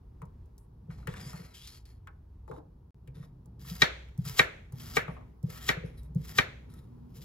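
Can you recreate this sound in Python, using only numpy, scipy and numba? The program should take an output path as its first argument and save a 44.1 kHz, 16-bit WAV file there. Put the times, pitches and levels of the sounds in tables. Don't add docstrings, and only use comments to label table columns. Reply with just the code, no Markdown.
import sys
import numpy as np
from scipy import signal
from scipy.fft import rfft, irfft
from scipy.io import wavfile
from scipy.ndimage import uniform_filter1d
from numba import njit

SR = 44100
rng = np.random.default_rng(int(sys.argv[2]) if len(sys.argv) > 2 else 0)


def persist_wave(psi):
    counts = np.round(np.clip(psi, -1, 1) * 32767).astype(np.int16)
    wavfile.write(sys.argv[1], SR, np.atleast_2d(counts).T)


N = 319284


def undb(db):
    return 10 ** (np.asarray(db) / 20)


def unit(x):
    return x / np.sqrt(np.mean(x ** 2))


def band(x, lo_hz, hi_hz):
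    sos = signal.butter(2, [lo_hz, min(hi_hz, .49 * SR)], "band", fs=SR, output="sos")
    return signal.sosfilt(sos, x)


@njit
def svf(x, hz, k):
    y, b, l = np.empty(len(x)), 0., 0.
    for i in range(len(x)):
        g = np.tan(np.pi * hz[i] / SR)
        v = (b + g * (x[i] - l)) / (1 + g * (g + k))
        b, l, y[i] = 2 * v - b, l + 2 * g * v, k * v
    return y


def ring(hz, t60, length=.25):
    t = np.arange(int(length * SR)) / SR
    return np.sin(2 * np.pi * hz * t) * np.exp(-np.log(1000) * t / max(t60, .003))


def thud(hz, t60, push=.022):
    n = int(push * SR)
    force = np.hanning(n) * np.sin(2 * np.pi * hz * np.arange(n) / SR)
    x = np.convolve(ring(hz, t60), force)
    return x / np.abs(x).max()


def burst(decay):
    t = np.arange(int(.12 * SR)) / SR
    return rng.standard_normal(len(t)) * np.exp(-t / decay)


def crackle(rate, scatter_db, hiss):
    size = undb(scatter_db * rng.standard_normal(N)) * rng.standard_normal(N)
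    clicks = size * (rng.random(N) < rate / SR)
    return unit(clicks) + hiss * rng.standard_normal(N)


def walk(rate):
    hold = int(SR / rate)
    steps = np.repeat(rng.standard_normal(N // hold + 1), hold)
    return 1.3 * uniform_filter1d(uniform_filter1d(steps, hold), hold)[:N]


def span(start, length, fade):
    t = np.arange(N) / SR
    return np.clip(np.minimum(t - start, start + length + fade - t) / fade, 0, 1)


def add(out, s, x):
    i = int(s * SR)
    x = x[..., :out.shape[-1] - i]
    out[..., i:i + x.shape[-1]] += x


# t/s, peak level/dB, brightness/(dB per octave),
# second contact level/dB, counter thud level/dB
BLADE_LANDINGS = [(3.818, -0.5, 5.6, 3, -17), (4.392, -4.5, -1.7, -1.5, -18), (4.967, -10.5, -5.8, -1, -15),
                  (5.688, -8, -0.3, 4, -14), (6.384, -6.5, 1.5, 0, -14)]
# f/Hz, relative level/dB, t60/s
BOARD_MODES = [(467, -11, .06), (760, -10, 0.025), (995, -18.5, .03), (1150, -5, .025), (1330, -4, 0.013),
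               (1448, -12.5, 0.041), (1585, -4, 0.035), (1768, -11, .025), (1870, 5, .04), (2133, 0, 0.051),
               (2332, -3.5, 0.047), (2492, -1, .02), (2764, -14, .03), (3020, -11, 0.046),
               (3294, -13.5, 0.046), (3630, -5.5, 0.014), (3800, -7, 0.025), (4070, -11.5, 0.018),
               (4423, -17.5, 0.0088), (5494, -17, .012), (5787, -18, 0.007), (6830, -19.5, .01)]
SECOND_CONTACT_S = 0.0026
COUNTER_HZ, COUNTER_DB = 255, -3


def chops():
    out, knocks = np.zeros(N), np.zeros(N)
    for s, db, tilt_db, second_db, thud_db in BLADE_LANDINGS:
        force = 0.042 * burst(0.0084)
        force[0] += 1
        force[int(SECOND_CONTACT_S * SR)] += undb(second_db)

        scatter = 2.5 * rng.standard_normal((len(BOARD_MODES), 2))
        modes = 0
        for k, ((f, g, t60), (a, b)) in enumerate(zip(BOARD_MODES, scatter)):
            level = undb(g + tilt_db * np.log2(max(f, 1000) / 2000) + a)
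            modes = modes + level * (-1) ** k * ring(f * (1 + .003 * b), t60, length=0.18)
        blow = signal.fftconvolve(force, modes)
        blow /= np.abs(blow).max()

        click = signal.unit_impulse(2000)
        knock = band(click, 1650, 2500) - undb(-8) * band(click, 1200, 1600)
        knock += undb(-16) * band(click, 340, 1500)
        knock -= undb(-5.5 + tilt_db) * band(click, 3300, 4500)
        knock += undb(-11 + tilt_db / 2) * band(click, 5200, 7200)
        knock -= undb(-26) * band(click, 8000, 15000)
        knock /= np.abs(knock).max()

        add(blow, 0, undb(-4.0) * signal.fftconvolve(force, knock))
        add(blow, .005, undb(thud_db) * thud(155, 0.066, push=0.0072))
        add(blow, .005, undb(thud_db + COUNTER_DB) * thud(COUNTER_HZ, 0.05, push=0.004))
        add(out, s + .001, undb(db) * blow / np.abs(blow).max())
        add(knocks, s, undb(db) * knock)
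    return out, knocks


# f/Hz, width/Hz, relative level/dB
BLADE_SONG = [(3260, 150, -3.5), (3900, 90, -7), (4800, 170, -0.5), (5220, 150, -5), (6300, 410, -12),
              (7140, 150, 1), (11500, 2700, -6.5)]


def blade_bands(x):
    total = 0
    for f, width, g in BLADE_SONG:
        level = undb(g + 3 * walk(12))
        total = total + level * unit(svf(x, np.full(N, 1. * f), width / f))
    return unit(total)


def board_noise(x):
    total = 2.0 * unit(band(x, 460, 3400))
    for f, g, _ in BOARD_MODES[:10]:
        level = undb(g / 2 + 2.4 * walk(12))
        total = total + level * unit(svf(x, np.full(N, 1. * f), 0.055))
    return unit(total)


# edge touches t/s, enters t/s, skin snaps t/s, flesh parts t/s, graze level/dB,
# steady crunch level/dB, snap level/dB, last tear level/dB, board rumble re steady crunch level/dB
CUTS = [(3.59, 3.648, 3.704, 3.816, -59, -54, -47, -42, -4),
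        (4.185, 4.243, 4.28, 4.39, -65, -50.5, -41, -35, -4),
        (4.728, 4.792, 4.803, 4.964, -63, -51, -49, -39, -3),
        (5.435, 5.49, 5.64, 5.686, -70, -56, -54, -37, -1),
        (6.15, 6.245, 6.258, 6.383, -59, -56, -56, -39, -3),
        (7.09, 7.148, 7.22, 7.3, -74, -61, -54, -50, -7)]
ENTER_S, LET_GO_S = .012, .018
GRAZE_RISE_DB_PER_S, SNAP_RISE_S, SNAP_FALL_S = 170, .007, .014
TEAR_S, TEAR_RUMBLE_DB = .017, -13
CRUNCH_FIZZ_DB, TEAR_FIZZ_DB = -1, -5


def slices():
    t = np.arange(N) / SR
    crunch, rumble, fizz = np.zeros((3, N))
    for touch, enter, snap, part, graze_db, steady_db, snap_db, tear_db, rumble_db in CUTS:
        gate = np.clip((t - touch) / .005, 0, 1) * np.exp(-np.maximum(t - part, 0) / LET_GO_S)
        push_levels = [graze_db - GRAZE_RISE_DB_PER_S, graze_db, steady_db]
        push = undb(np.interp(t, [enter - 1, enter, enter + ENTER_S], push_levels))
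        peak = undb(snap_db) * np.exp(-np.abs(t - snap) / np.where(t < snap, SNAP_RISE_S, SNAP_FALL_S))
        tear = undb(tear_db) * np.exp(np.minimum(t - part, 0) / TEAR_S)
        crunch += gate * np.sqrt(push ** 2 + peak ** 2 + tear ** 2)
        fizz += gate * np.hypot(push * undb(CRUNCH_FIZZ_DB), (peak + tear) * undb(TEAR_FIZZ_DB))
        rumble += gate * (push * undb(rumble_db) + tear * undb(TEAR_RUMBLE_DB))

    x = crackle(1800, 4.0, 1.0)
    mid = unit(unit(band(x, 1800, 8080)) + .5 * blade_bands(x))
    mix = crunch * mid + rumble * board_noise(x) + fizz * unit(band(x, 8800, 14000))
    return undb(2.5 * walk(70)) * mix


# start t/s, length t/s, first level/dB, last level/dB, relative
# level under 2 kHz /dB, relative level above 9 kHz /dB, squeak f/Hz (held until a later row starts)
STROKES = [(0.58, .05, -84, -96, 5, 18, 4300), (0.898, .16, -66, -78, 4, -8, 4200),
           (1.075, .12, -62, -62, 6, -12, 3400), (1.2, .12, -58, -53, -2, -7, 4900),
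           (1.33, .2, -58, -68, 2, -6, 4100), (1.535, .12, -54, -51, -22, -12, 3450),
           (1.665, .105, -55, -58, -10, -9, 4300), (1.852, .1, -62, -77, -2, -5, 4300),
           (2.478, .1, -68, -77, -6, -7, 3700), (3.14, .11, -72, -67, 0, -4, 3600),
           (5.84, .12, -72, -80, 4, 2, 2800), (5.09, .05, -76, -76, -5, 3, 5200),
           (5.97, .08, -66, -74, -4, 2, 4000), (6.69, .15, -68, -75, -1, 0, 3700)]
RUB_ATTACK_S, RUB_RELEASE_DB_PER_S = .014, 420


def rubs():
    t, hz = np.arange(N) / SR, np.full(N, 4000.)
    rustle, low, high = np.zeros((3, N))
    for start, length, first_db, last_db, low_db, high_db, bright_hz in STROKES:
        times = [start, start + length, start + length + 1]
        db = np.interp(t, times, [first_db, last_db, last_db - RUB_RELEASE_DB_PER_S])
        stroke = undb(db) * np.clip((t - start) / RUB_ATTACK_S, 0, 1)
        rustle += stroke
        low += undb(low_db) * stroke
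        high += undb(high_db) * stroke
        hz[t > start] = bright_hz

    x = crackle(1200, 2.5, 1.2)
    squeak = unit(svf(x, hz * (1 + .03 * walk(15)), .05))
    mid = unit(unit(band(x, 1640, 8500)) + 0.8 * squeak + 0.7 * blade_bands(x))
    mix = rustle * mid + low * board_noise(x) + high * unit(band(x, 8050, 11700))
    return undb(2.8 * walk(50)) * mix


# t/s, peak level/dB, f/Hz, upper ring relative level/dB
BOARD_ROCKS = [(0.225, -36, 146, -13), (0.888, -32.5, 152, -20), (1.08, -27.5, 143, -10),
               (1.262, -32.5, 133, -24), (1.337, -36, 155, -19), (1.396, -38, 152, -12),
               (2.502, -40, 139, 3), (2.52, -46, 260, -2), (2.575, -46, 300, 0), (3.082, -38, 128, -15),
               (3.17, -37, 137, -18.5), (3.199, -35, 139.5, -21), (3.71, -31.5, 167, -22.5),
               (4.185, -21, 142, -40), (4.224, -34.5, 136, -32.5), (4.261, -29.5, 141, -26.5),
               (4.294, -33.5, 127, -19.5), (4.731, -31, 127, -24), (5.084, -29.5, 153, -10),
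               (5.437, -20.5, 140, -28), (5.489, -34.5, 119.5, -13), (5.771, -31.5, 148, -7.5),
               (5.84, -30, 147, -8.5), (6.099, -37.5, 139, -24), (6.157, -18.5, 148.5, -27),
               (6.198, -34, 121, -23), (7.199, -37.5, 135, -17)]
THUMP_T60_S, THUMP_DAMP_S_PER_DB = .018, .0015


def thumps():
    low, upper = np.zeros((2, N))
    for s, db, hz, upper_db in BOARD_ROCKS:
        t60 = THUMP_T60_S + THUMP_DAMP_S_PER_DB * (-20 - db)
        add(low, s - .004, undb(db) * thud(hz, t60))
        add(upper, s - .004, undb(db + upper_db) * thud(BOARD_MODES[0][0], 0.045, push=0.0038))
    return low, upper


# t/s, peak level/dB, strongest f/Hz,
# level of the tick above 4 kHz /dB, left minus right level/dB
TOUCHES = [(0.219, -39, 1200, -58, 0), (0.255, -60, 870, -64, 0), (0.459, -66, 634, -72, 0),
           (0.581, -66, 875, -52, -1), (0.903, -45.5, 1410, -73, 0), (0.986, -52, 855, -74, -3),
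           (1.029, -52, 1250, -73, -1), (1.073, -31, 1810, -43, 6), (1.139, -38.5, 1580, -53, 1),
           (1.2, -46, 1610, -56, 1), (1.332, -40, 1180, -51, 0), (1.674, -43, 4800, -46, -1),
           (1.855, -55, 4340, -58, 0), (2.073, -41, 1500, -58, 1), (2.479, -46, 840, -68, 6),
           (2.514, -37, 970, -61, -4.5), (2.539, -49, 885, -77, -2), (2.564, -47.5, 1010, -82, -5),
           (2.584, -50, 810, -78, -8), (3.076, -54, 2300, -60, 1), (3.229, -52.5, 1100, -74, -1),
           (3.459, -62, 845, -62.5, -6.5), (3.65, -51, 1210, -58, 3), (4.088, -55.5, 2260, -70, 4.5),
           (4.178, -65, 620, -53, -1), (4.253, -48, 1154, -44.5, 3), (4.724, -54, 870, -51.5, 0),
           (4.799, -47, 3060, -52, -1), (5.081, -32.5, 1138, -62.5, 2), (5.167, -41, 1137, -80, 1),
           (5.21, -53, 1147, -80, 9), (5.43, -64, 749, -60, -10), (5.499, -62, 632, -66, -4),
           (6.033, -62.5, 607, -60, -5), (6.149, -60, 597, -57, 0), (6.739, -59.5, 1275, -54.5, 1)]
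TAP_T60_S = .055


def taps():
    out = np.zeros((2, N))
    for s, db, hz, tick_db, pan_db in TOUCHES:
        force = burst(TAP_T60_S / np.log(1000))
        force *= np.clip(np.arange(len(force)) / SR / 0.00033, 0, 1)
        knock = band(band(force, 0.48 * hz, 1.4 * hz), .3 * hz, 2.7 * hz)
        knock = unit(knock) + 0.8 * unit(svf(knock, np.full(len(force), 1. * hz), 0.11))
        knock *= undb(db) / np.abs(knock).max()
        knock += undb(tick_db) * 1.3 * band(band(burst(0.004), 4500, 17000), 4500, 17000)
        add(out, s - .001, knock * undb(np.array([[pan_db], [-pan_db]]) / 2))
    return out


# f/Hz, t60/s, relative level/dB
ROOM_BANDS = [(194, 0.38, -21), (433, 0.48, -16.5), (926, 0.29, -20.5), (2115, 0.49, -28.5),
              (3770, 0.24, -32.5), (8000, 0.65, -40), (12740, 0.16, -21)]
EARLY_T60_S, EARLY_DB = 0.11, 7


def kitchen(x):
    t = np.arange(int(.7 * SR)) / SR
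    tail = 0
    for hz, t60, db in ROOM_BANDS:
        decay = undb(db - 60 * t / t60) + undb(db + EARLY_DB - 60 * t / EARLY_T60_S)
        noise = rng.standard_normal((2, len(t)))
        tail = tail + decay * np.array([unit(band(v, hz / 1.5, hz * 1.557)) for v in noise])
    tail = tail * np.clip((t - .004) / 0.0022, 0, 1)
    return signal.fftconvolve(x[None], undb(-26.5) * tail)[:, :N]


# f/Hz, phase/rad
LEFT_LEAD = [(0, 7), (160, -2.12), (300, -1.88), (600, -2.5), (1120, -1.2), (1460, 1.66), (3190, 1.16),
             (5500, 1.5), (16000, 2.12)]
# f/Hz, left minus right level/dB
LEFT_EXCESS = [(60, 1.5), (110, 0), (200, -5), (380, 16), (700, 2.5), (1290, 3.5), (2380, 2), (4400, 3.5),
               (8120, -0.5), (15000, 1.5)]


def ports(x):
    hz = np.arange(N // 2 + 1) * SR / N
    phase, db = (np.interp(hz, *np.transpose(table)) for table in (LEFT_LEAD, LEFT_EXCESS))
    left = undb(db / 2) * np.exp(.5j * phase)
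    return irfft(rfft(x) * np.array([left, 1 / left]), N)


# t/s, rumble near 60 Hz level/dB, counter drone near 130 Hz level/dB
HOUSE_LEVELS = [(0.0, -56, -63), (0.2, -50, -58), (0.56, -54, -63), (0.95, -47, -55), (1.2, -50, -46),
                (1.45, -51, -51), (1.69, -54, -62), (2.35, -50, -62), (2.62, -52, -58), (2.9, -55, -61),
                (3.85, -53, -54), (4.65, -51, -63), (4.85, -49, -47), (5.2, -52, -51), (5.38, -57, -63),
                (5.7, -51, -49), (6.09, -52, -55), (6.35, -49, -46), (6.6, -54, -55), (7.24, -57, -51)]
# start t/s, length t/s, second harmonic level/dB, fourth harmonic level/dB
MOTOR_SWELLS = [(4.7, .6, -60, -57), (5.45, .9, -60, -62), (6.45, .3, -56, -60), (6.78, .4, -54, -57)]
# f/Hz, relative spectral level/dB
AIR_SPECTRUM = [(120, -14.5), (200, -6), (482, -11.5), (538, -27.5), (916, -16.5), (2130, -43), (5130, -42),
                (8740, -54), (9750, -44), (16000, -45)]
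HUM_WAVER_DB, DRONE_WAVER_DB = 2, 3
MOTOR_ON_S, MAINS_HZ, MOTOR_DB = 3.0, 60.5, -53
AIR_DB, AIR_STEP_DB = -68, 3


def house():
    t = np.arange(N) / SR
    s, *columns = np.transpose(HOUSE_LEVELS)
    hum_db, drone_db = (np.interp(t, s, c) for c in columns)
    noise = rng.standard_normal((7, N))

    hum = unit(svf(noise[0], np.full(N, MAINS_HZ), 0.033)) + 1.7 * unit(band(noise[1], 36, 95))
    hum = unit(hum) * undb(hum_db + HUM_WAVER_DB * walk(6))
    drone = unit(band(noise[2], 87, 166.8)) * undb(drone_db + DRONE_WAVER_DB * walk(6))

    motor = undb(MOTOR_DB + 2.2 * walk(3)) * np.clip((t - MOTOR_ON_S) / .8, 0, 1)
    motor *= np.sqrt(2) * np.sin(2 * np.pi * MAINS_HZ * t)
    second_swell = sum(undb(db) * span(a, length, .08) for a, length, db, _ in MOTOR_SWELLS)
    second = second_swell * np.sin(4 * np.pi * MAINS_HZ * t)
    fourth_swell = sum(undb(db) * span(a, length, .08) for a, length, _, db in MOTOR_SWELLS)
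    buzz = fourth_swell * unit(svf(noise[3], np.full(N, 239.), .02))

    hz = np.maximum(np.arange(N // 2 + 1) * SR / N, 1)
    air_hz, air_colour_db = np.transpose(AIR_SPECTRUM)
    colour = undb(np.interp(np.log(hz), np.log(air_hz), air_colour_db))
    air = unit(irfft(rfft(noise[4:]) * colour * (hz > 130), N))
    air *= undb(AIR_DB + AIR_STEP_DB * np.clip(t - MOTOR_ON_S, 0, 1) + 0.93 * walk(1.8))

    return hum + motor + drone + second + ports(buzz + 0.43 * air[0]) + 0.96 * air[1:]


def scene():
    blows, knocks = chops()
    friction = slices() + rubs()
    small = taps()
    low, upper = thumps()
    to_walls = 2.6 * knocks + .6 * friction + .6 * small.mean(axis=0) + 0.27 * low + .5 * upper
    return ports(blows + friction + small + upper) + low + kitchen(to_walls) + house()


# start t/s, end t/s
SILENCE_S = (2.907, 2.945)
SAME_BASS_HZ, TOP_HZ = 190, 16100


def record(dry):
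    mid = dry.mean(axis=0)
    high_pass = signal.butter(1, SAME_BASS_HZ, "high", fs=SR, output="sos")
    side = signal.sosfiltfilt(high_pass, dry - mid)
    t = np.arange(N) / SR
    away = np.maximum(SILENCE_S[0] - t, t - SILENCE_S[1])
    gate = np.clip(away / 0.023 + 0.56, 0, 1) * (away > 0)
    low_pass = signal.ellip(8, .2, 70, TOP_HZ, fs=SR, output="sos")
    return signal.sosfilt(low_pass, (mid + side) * gate)


dry = scene()
out = record(dry)
persist_wave(out)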